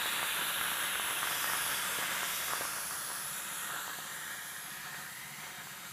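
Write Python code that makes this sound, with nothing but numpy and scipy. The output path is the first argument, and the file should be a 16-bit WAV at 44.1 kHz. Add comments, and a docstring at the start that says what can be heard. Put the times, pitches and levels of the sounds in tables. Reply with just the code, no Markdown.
"""Small room, microphone a hand's width from a garment steamer blowing at a leather shoe.
At first wet steam sputters in the hollow head, surges and spits drops, while the jets hiss, splash on
the leather and catch in short breathy whistles: shaped noise, gliding resonances and short pulses.
Midway the shoe is drawn aside and screens the head for a moment. The microphone backs away, faster
towards the end, and the walls colour the steam. A small pump, a sum of harmonics, throbs underneath."""
import sys
import numpy as np
from scipy import signal
from scipy.fft import rfft, irfft, next_fast_len
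from scipy.io import wavfile
from scipy.ndimage import uniform_filter1d, map_coordinates

SR = 44100
rng = np.random.default_rng(int(sys.argv[2]) if len(sys.argv) > 2 else 0)


def to_wav(s):
    """Save 16-bit WAV."""
    ch = np.atleast_2d(s).T  # columns
    pcm = np.round(np.clip(ch, -1, 1) * 32767)  # PCM
    wavfile.write(sys.argv[1], SR, pcm.astype(np.int16))


N = 261072

# Low rush, sputter and throat hiss of the head. Each row: frequency in Hz, relative level in dB.
RUSH_SPECTRUM = [(20, -42), (36, -33), (65, -8), (110, -5), (195, 2.5), (225, 0.5), (255, -6), (320, -1),
                 (420, -3.5), (560, 5.5), (750, -0.5), (1000, -6.5), (1600, -33)]
SPUTTER_SPECTRUM = [(500, -52), (780, -16), (930, -3), (1150, -5), (1400, 1), (1700, 1), (1900, 0),
                    (2100, -25), (2700, -54)]
THROAT_SPECTRUM = [(1700, -29.5), (2050, 3), (2450, 3), (3000, 2), (3500, 3), (3900, -1.5), (4150, -6),
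                   (4700, -8)]
# How loud each stands at NEAR_M, before the room: level in dB, loss per doubling of distance in dB.
RUSH_LEVEL = (-52.5, 5)
SPUTTER_LEVEL = (-43, 6.5)
THROAT_LEVEL = (-39, 9.5)
# The room carries the throat's hiss at this base level however far the microphone goes.
THROAT_ROOM_DB = -58
# The hiss ends at a sharp upper edge. Each row: time in seconds, edge in Hz.
THROAT_EDGE = [(0, 4700), (.8, 4400), (1.4, 4380), (5.92, 4330)]
# The hollow note of the head. Each row: time in seconds, centre in Hz, base level in dB.
HOLLOW_NOTE = [(0, 1609, -52), (1.4, 1460, -49), (3.1, 1279, -56.5), (3.8, 1406, -49.5), (3.98, 1720, -52),
               (5.0, 1830, -50), (5.45, 2082, -57), (5.92, 2137, -66)]
# The throat's bright note sinks and fades as the head turns away.
# Each row: time in seconds, centre in Hz, base level in dB.
THROAT_NOTE = [(0, 3740, -50), (1.2, 3504, -53), (2.6, 3390, -72)]
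# Narrow resonances of the plastic head. Each row: frequency in Hz, width in Hz, lift in dB.
HEAD_RESONANCES = [(397, 27, 5.5), (587, 60, -2), (690, 67, 1.5), (1106, 33, 4), (1170, 64, 4.5),
                   (1227, 45, 4), (1420, 48, 3), (1643, 65, 2.5), (2076, 150, 3)]
# The shoe passes between head and microphone: half-way in and half-way out in seconds, fade in seconds.
SHOE_SCREEN = (2.62, 3.26, 0.49)


def head(throat_surge=0.48, throat_screen_db=6):
    """Condensed water sputters in the steam path and rings the hollow head; the shoe screens its throat hiss."""
    surge_db = surging()
    screen = spell(*SHOE_SCREEN)
    # the same droplets and surges drive both low registers
    flicker = amp(0.97 * wobble(30))
    flow = wet_flow(per_second=300, spread_db=3, drop_share=0.33) * flicker
    rush = heard(RUSH_LEVEL, surge_db) * coloured(flow, RUSH_SPECTRUM)
    sputter = heard(SPUTTER_LEVEL, surge_db) * coloured(flow, SPUTTER_SPECTRUM)
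    fine_flow = wet_flow(per_second=900, spread_db=-6.5, drop_share=0.16)
    direct = heard(THROAT_LEVEL, -throat_screen_db * screen)
    throat_gain = np.hypot(direct, amp(THROAT_ROOM_DB)) * amp(throat_surge * surge_db)
    throat = below_edge(throat_gain * coloured(fine_flow, THROAT_SPECTRUM), THROAT_EDGE)
    notes = gliding_note(HOLLOW_NOTE, width_hz=123) + gliding_note(THROAT_NOTE, width_hz=300)
    return resonant(rush + sputter + throat + notes, HEAD_RESONANCES)


# Surges of condensed water in the steam path.
# Each row: middle in seconds, length in seconds, lift in dB.
WATER_SURGES = [(1.26, 0.12, 1), (1.52, 0.55, 1.5), (2.047, 0.2, 3.5), (2.206, 0.14, 3), (2.61, 0.25, 3),
                (3.759, 0.19, 4.5), (4.3, 0.077, 1.5), (4.847, .06, 6), (4.993, 0.12, 4), (5.465, 0.13, 5),
                (5.621, 0.19, 3.5), (5.75, .07, 3)]


def surging():
    """Lift in dB from the surges of water, each a smooth swell."""
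    t = np.arange(N) / SR
    return sum(db * np.exp(-(2 * (t - s) / length) ** 2) for s, length, db in WATER_SURGES)


def wet_flow(per_second, spread_db, drop_share):
    """Turbulence mixed with tiny bursting droplets of uneven size, drop_share of the power."""
    draws = rng.random(N)
    sizes = amp(spread_db * rng.uniform(-0.8, 1, N))
    share = np.clip(drop_share, 0, 1)
    droplets = unit((draws < per_second / SR) * sizes)
    turbulence = rng.standard_normal(N)
    return np.sqrt(share) * droplets + np.sqrt(1 - share) * turbulence


# Splash on the leather, hiss and fine mist. Each row: frequency in Hz, relative level in dB.
SPLASH_SPECTRUM = [(3600, -8.5), (4400, 1.5), (5000, 1.5), (6100, 1.5), (7000, -5), (9500, -11.5),
                   (12000, -37)]
HISS_SPECTRUM = [(5200, -24), (6500, -5), (7300, 0.5), (8300, 0), (9800, 1.5), (12000, -5), (13500, -17)]
MIST_SPECTRUM = [(9000, -20.5), (12000, -8), (13000, -10), (14300, -8), (15500, -13.5)]
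# How loud each stands at NEAR_M, before the room: level in dB, loss per doubling of distance in dB.
SPLASH_LEVEL = (-51, 2.5)
HISS_LEVEL = (-47, 4.5)
MIST_LEVEL = (-46.5, 4)
# The jets strike the leather. Each row: start in seconds, end in seconds,
# lift of the splash in dB, of the hiss in dB, of the mist in dB.
LEATHER_STRIKES = [(.25, 1.24, 0, -0.5, 2.5), (1.23, 1.796, 7, 2, 1.5), (1.775, 2.355, 4.5, 4.5, 2.5),
                   (2.34, 2.715, 6, 4, 2.5), (2.72, 3.352, 3.5, 0.5, 3)]
STRIKE_FADE_S = 0.16
# The jets' airy edge tone glides, swells and fades as the shoe moves before the holes.
# Each row: time in seconds, centre in Hz, base level in dB.
EDGE_TONE = [(0, 11070, -47.5), (.55, 11250, -42.5), (1.17, 10610, -42), (1.35, 10640, -46),
             (1.62, 10700, -39.5), (1.8, 11000, -47), (1.95, 11000, -48), (2.15, 11000, -60),
             (2.65, 10950, -43.5), (3.05, 10470, -44), (3.28, 10700, -44.5), (3.4, 10740, -47),
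             (3.64, 10900, -46.5), (3.88, 10900, -61), (4.15, 10900, -52.5), (4.68, 11080, -50),
             (4.88, 11030, -56.5), (5.15, 11000, -54), (5.5, 11060, -64)]
# Their lower, broader tone opens as the shoe clears the head.
# Each row: time in seconds, centre in Hz, base level in dB.
LOW_TONE = [(0, 7300, -60), (2.9, 6300, -53), (3.18, 6900, -59), (3.35, 7200, -50), (3.75, 7450, -49),
            (4.15, 7200, -56), (4.6, 6800, -59), (5.92, 7450, -58.5)]


def jets():
    """The jets hiss, splash on the leather and whistle at the edges of their holes."""
    splash_db, hiss_db, mist_db = sum(
        np.outer(lifts, spell(start, end, STRIKE_FADE_S)) for start, end, *lifts in LEATHER_STRIKES)
    splash = heard(SPLASH_LEVEL, splash_db) * coloured(rng.standard_normal(N), SPLASH_SPECTRUM)
    hiss = heard(HISS_LEVEL, hiss_db) * coloured(rng.standard_normal(N), HISS_SPECTRUM)
    mist = heard(MIST_LEVEL, mist_db) * coloured(rng.standard_normal(N), MIST_SPECTRUM)
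    tones = gliding_note(EDGE_TONE, width_hz=480) + gliding_note(LOW_TONE, width_hz=680)
    flutter = amp(0.46 * wobble(21.93))
    return (splash + hiss + mist + tones + whistles()) * flutter


# A jet catches on the edge of its hole and whistles. Each row: start in seconds, end in seconds,
# pitch at the middle in Hz, glide in Hz per second, base level in dB.
JET_WHISTLES = [(1.257, 1.8, 12060, -150, -47.5), (2.283, 2.52, 12150, -3000, -48),
                (3.222, 4.016, 11900, 397.5, -54.5), (5.7, 6.1, 11700, 0, -60)]
WHISTLE_WIDTH_HZ, WHISTLE_FADE_S = 400, 0.043


def whistles():
    """Brief high whistles catch on the hole edges, hold or slide in pitch, and let go."""
    t = np.arange(N) / SR
    out = np.zeros(N)
    for start, end, hz, glide, db in JET_WHISTLES:
        pitch = hz + glide * (t - (start + end) / 2)
        envelope = amp(db) * np.sqrt(spell(start, end, WHISTLE_FADE_S))
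        out += envelope * breathy_note(pitch, WHISTLE_WIDTH_HZ)
    return out


# Drops of water spat out of the holes. Each row: middle in seconds, base level in dB, pitch in Hz.
SPAT_DROPS = [(.059, -22.5, 1270), (.230, -19.5, 1140), (.413, -23.5, 1350), (.421, -36.5, 318),
              (.613, -18, 1360), (.717, -21, 1400), (.722, -41, 300), (.956, -21, 1460),
              (.998, -21.5, 1160), (1.110, -21.5, 1270), (1.231, -19.5, 1200), (1.258, -27, 1400),
              (1.273, -21.5, 1350), (1.312, -25, 1320), (1.444, -19, 1310), (1.535, -20, 1280),
              (1.665, -27.5, 896), (1.988, -30, 500), (2.025, -24, 1150), (2.232, -22, 1060),
              (2.484, -27, 1420), (2.5353, -18.5, 1140), (2.554, -39, 1300), (2.611, -27, 566),
              (2.653, -25, 1100), (2.785, -32, 1270), (2.910, -27, 1180), (3.104, -28, 1100),
              (3.117, -27, 1150), (3.530, -33, 1270), (3.704, -29, 1260), (3.764, -34, 1340),
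              (3.879, -28.5, 955), (3.897, -28.5, 1210), (3.988, -33.5, 745), (4.280, -33, 1450),
              (4.306, -31, 1460), (4.946, -30, 1440), (5.469, -33, 1150), (5.672, -35, 1050)]


def spits(cycles=0.36, lean=0.59, ring_db=-15, ring_t60=0.038):
    """A drop bursts out of a hole: one push of pressure, a smaller pull and a brief ring."""
    out = np.zeros(N + SR)
    t = np.arange(-SR // 100, SR // 100) / SR  # the ring is cut off 10 ms after the push
    for s, db, hz in list(SPAT_DROPS) + random_drops():
        push = np.exp(-.5 * (t * hz / cycles) ** 2)
        ring = (t > 0) * amp(ring_db - 60 * np.abs(t) / ring_t60)
        burst = np.maximum(push, ring) * np.cos(2 * np.pi * hz * t + lean)
        start = round(s * SR) - len(t) // 2
        out[start:start + len(t)] += amp(db) * burst
    return out[:N]


# Further drops fall at random; their level is the one at NEAR_M.
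DROPS_PER_S, DROP_DB, DROP_SPREAD_DB, DROP_HZ = 8.9, -33, -0.5, 1300


def random_drops(pitch_spread=0.46):
    """Random drops, fainter with distance: rows of seconds, level in dB, pitch in Hz."""
    count = int(DROPS_PER_S * N / SR)
    times = rng.uniform(0.022, N / SR - .02, count)
    size, pitch = rng.uniform(-1, 1, (count, 2)).T
    far_db = 20 * np.log10(np.interp(times, *np.transpose(MIC_DISTANCE)) / NEAR_M)
    levels = DROP_DB + DROP_SPREAD_DB * size - far_db
    return list(zip(times, levels, DROP_HZ * np.exp(pitch_spread * pitch)))


# Thin singing of the steam pipe. Each row: frequency in Hz, relative level in dB.
PIPE_TONES = [(3200, -3), (3440, -3.5), (3770, -0.5)]
# How loud it stands at NEAR_M: level in dB, loss per doubling of distance in dB.
SINGING_LEVEL = (-52.5, 3.5)


def singing(width_hz=40, screen_db=11, waver_hz=16, waver_db=1.5):
    """Steam in the pipe keeps narrow resonances alive, wavering in pitch and strength; the shoe screens them."""
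    ring = np.zeros(N)
    for hz, db in PIPE_TONES:
        strength = amp(db + waver_db * wobble(5.14))
        ring += strength * breathy_note(hz + waver_hz * wobble(4), width_hz)
    return heard(SINGING_LEVEL, -screen_db * spell(*SHOE_SCREEN)) * unit(ring)


# A dip slides through the hiss as the shoe moves.
# Each row: time in seconds, centre in Hz, depth in dB (negative lifts).
SHOE_DIP = [(0, 5230, 3.5), (1.05, 4900, 3.5), (1.45, 4200, 4.5), (2.4, 4100, 3), (3.1, 3650, -1),
            (3.35, 4830, 4.5), (3.62, 5120, 6.5), (4.1, 5330, 3.5), (4.5, 5130, -0.5), (5.92, 5380, 6)]
# A narrower dip lower down climbs as the microphone backs away.
# Each row: time in seconds, centre in Hz, depth in dB.
LOW_DIP = [(0, 2300, 3), (2.6, 2000, 0), (3.4, 2200, 2), (3.9, 2380, 7), (4.7, 2910, 6), (5.2, 3250, 9),
           (5.7, 3730, 0)]


def drifting(x, patchy_db=1.5, dip_width_hz=450, low_dip_width_hz=270):
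    """The colour of the steam shifts in soft patches and two sliding dips."""
    hz, t, z = signal.stft(x, SR, nperseg=512)
    field = rng.standard_normal(z.shape)
    field = uniform_filter1d(field, size=3, axis=0)
    field = uniform_filter1d(field, size=60, axis=1)
    # the patches reach full depth from 2 kHz up
    patches = patchy_db * unit(field) * np.clip(hz / 2000, 0, 1)[:, None]

    def dip(rows, width_hz):
        """Depth in dB of a bell-shaped dip, per frequency and time."""
        s, centre, depth = np.transpose(rows)
        offset = hz[:, None] - np.interp(t, s, centre)
        return np.interp(t, s, depth) * np.exp(-(offset / width_hz) ** 2)

    dips = dip(SHOE_DIP, dip_width_hz) + dip(LOW_DIP, low_dip_width_hz)
    return signal.istft(z * amp(patches - dips), SR, nperseg=512)[1][:N]


# Pump harmonics. Each row: multiple of the stroke rate, relative level in dB.
PUMP_HARMONICS = [(8, -15), (9, -4), (10, 0), (11, -10), (12, -5), (13, -6), (14, -9), (15, -10), (18, -16),
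                  (24, -16)]
STROKE_HZ = 15
# The pump stands on the floor, so it grows as the microphone backs away; its level is the one at NEAR_M.
PUMP_DB, PUMP_GAIN_DB_PER_DOUBLING = -66, 3


def pump(first_s=.055, uneven_db=4.0, lag=0.31):
    """Regular piston strokes make a hum that throbs once a stroke."""
    turns = 2 * np.pi * STROKE_HZ * (np.arange(N) / SR - first_s)
    hum = np.zeros(N)
    for k, db in PUMP_HARMONICS:
        strength = amp(db + uneven_db * wobble(8.8))
        # the housing delays each harmonic a little differently
        hum += strength * np.cos(k * turns + lag * rng.standard_normal())
    return amp(PUMP_DB + PUMP_GAIN_DB_PER_DOUBLING * doublings()) * unit(hum)


# Peaks and notches that the walls add from afar. Each row: frequency in Hz, width in Hz, lift in dB.
WALL_RESONANCES = [(477, 43, -5.5), (630, 63, -17), (720, 126, 5.5), (1063, 34, 7), (1139, 62, -10),
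                   (1250, 34, 7), (2890, 110, 8), (2355, 42, 8), (3100, 69, 6), (4100, 250, 5)]
WALLS_FROM_M, WALLS_FULL_M = 0.26, 0.64


def walls(x):
    """The further the microphone, the more the walls colour the steam."""
    share = np.clip((curves(MIC_DISTANCE)[0] - WALLS_FROM_M) / (WALLS_FULL_M - WALLS_FROM_M), 0, 1)
    return (1 - share) * x + share * resonant(x, WALL_RESONANCES)


def room(x, t60, wet_db, wet_db_per_doubling):
    """Near walls add a short, dense answer whose share grows with distance."""
    t = np.arange(SR // 2) / SR
    tail = rng.standard_normal(len(t)) * amp(-60 * t / t60) * (t > .003)
    wet = signal.fftconvolve(x, tail / np.linalg.norm(tail))[:N]
    share = amp(wet_db + wet_db_per_doubling * doublings())
    return (x + share * wet) / np.sqrt(1 + share ** 2)


# The quiet room itself. Each row: frequency in Hz, relative level in dB.
ROOM_SPECTRUM = [(22, -40), (38, -2), (65, -1), (105, -4), (195, 8), (255, -5), (480, -7), (800, 2),
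                 (2000, -17), (15000, -20)]


def room_floor():
    """The steady noise of the room, random and shaped in frequency."""
    return amp(-64.0) * coloured(rng.standard_normal(N), ROOM_SPECTRUM)


# Microphone to nozzle. Each row: time in seconds, distance in metres.
MIC_DISTANCE = [(0, 0.16), (2.35, 0.23), (2.95, 0.31), (3.75, 0.41), (4.2, 0.46), (5.0, 0.68), (5.92, 0.82)]
NEAR_M = .2


def doublings():
    """How many times the distance to the nozzle has doubled from NEAR_M, per sample."""
    return np.log2(curves(MIC_DISTANCE)[0] / NEAR_M)


def heard(level, lift_db=0):
    """Gain over time of a part given as (near dB, loss per doubling dB)."""
    near_db, loss_db = level
    return amp(near_db - loss_db * doublings() + lift_db)


def spell(start, end, fade):
    """Fades in around start, holds at 1, fades out around end."""
    t = np.arange(N) / SR
    return np.clip(np.minimum(t - start, end - t) / fade + .5, 0, 1)


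def breathy_note(centre_hz, width_hz):
    """Turbulence in one resonance whose centre glides."""
    def narrow(hz):
        return 1 / np.sqrt(1 + (hz / width_hz) ** 4)

    a, b = [filtered(noise, narrow) for noise in rng.standard_normal((2, N))]
    phase = 2 * np.pi * np.cumsum(centre_hz) / SR
    return unit(a * np.cos(phase) + b * np.sin(phase))


def gliding_note(rows, width_hz):
    """A breathy note that follows (s, centre Hz, level dB) rows."""
    centre_hz, db = curves(rows)
    return amp(db) * breathy_note(centre_hz, width_hz)


def resonant(x, bands):
    """x with narrow (Hz, width Hz, lift dB) peaks and notches."""
    def response(hz):
        return amp(sum(db / (1 + (2 * (hz - f) / w) ** 2) for f, w, db in bands))

    return filtered(x, response)


def below_edge(x, rows, width_hz=70):
    """x with everything above a sliding (s, Hz) edge cut away."""
    hz, t, z = signal.stft(x, SR, nperseg=512)
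    edge = np.interp(t, *np.transpose(rows))
    keep = (1 - np.tanh((hz[:, None] - edge) / width_hz)) / 2
    return signal.istft(z * keep, SR, nperseg=512)[1][:N]


def coloured(x, spectrum):
    """x shaped by (Hz, dB) points, at rms 1."""
    f, db = np.transpose(spectrum)
    return unit(filtered(x, lambda hz: amp(np.interp(np.log(hz + 1), np.log(f), db))))


def filtered(x, response):
    """x with its spectrum multiplied by a response of frequency."""
    m = next_fast_len(N + SR // 2)
    return irfft(rfft(x, m) * response(np.fft.rfftfreq(m, 1 / SR)), m)[:N]


def wobble(rate):
    """A smooth random curve, rate knots a second."""
    knots = rng.standard_normal(int(N * rate / SR) + 4)
    return map_coordinates(knots, [np.arange(N) * rate / SR])


def curves(rows):
    """One value per sample for each column after the time."""
    s, *cols = np.transpose(rows)
    return [np.interp(np.arange(N) / SR, s, c) for c in cols]


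def unit(x):
    """Scale to rms 1."""
    return x / np.sqrt(np.mean(np.abs(x) ** 2) + 1e-20)


def amp(db):
    """Decibels to gain."""
    return 10 ** (np.asarray(db) / 20)


def scene():
    """Steam, pump and the quiet room, alike in both channels."""
    floor = room_floor()
    steam = walls(drifting(head() + jets())) + singing()
    hum = pump()
    steam_in_room = room(steam + spits(), t60=0.19, wet_db=-12.5, wet_db_per_doubling=2)
    mono = steam_in_room + hum + floor
    return np.array([mono, mono])


LOW_CUT_HZ, TOP_HZ = 28, 15500


def record(dry):
    """The recorder cuts the deepest bass and keeps nothing above its band limit."""
    def band(hz):
        return (hz < TOP_HZ) * hz ** 4 / (hz ** 4 + LOW_CUT_HZ ** 4)

    return np.array([filtered(channel, band) for channel in dry])


dry = scene()
out = record(dry)
to_wav(out)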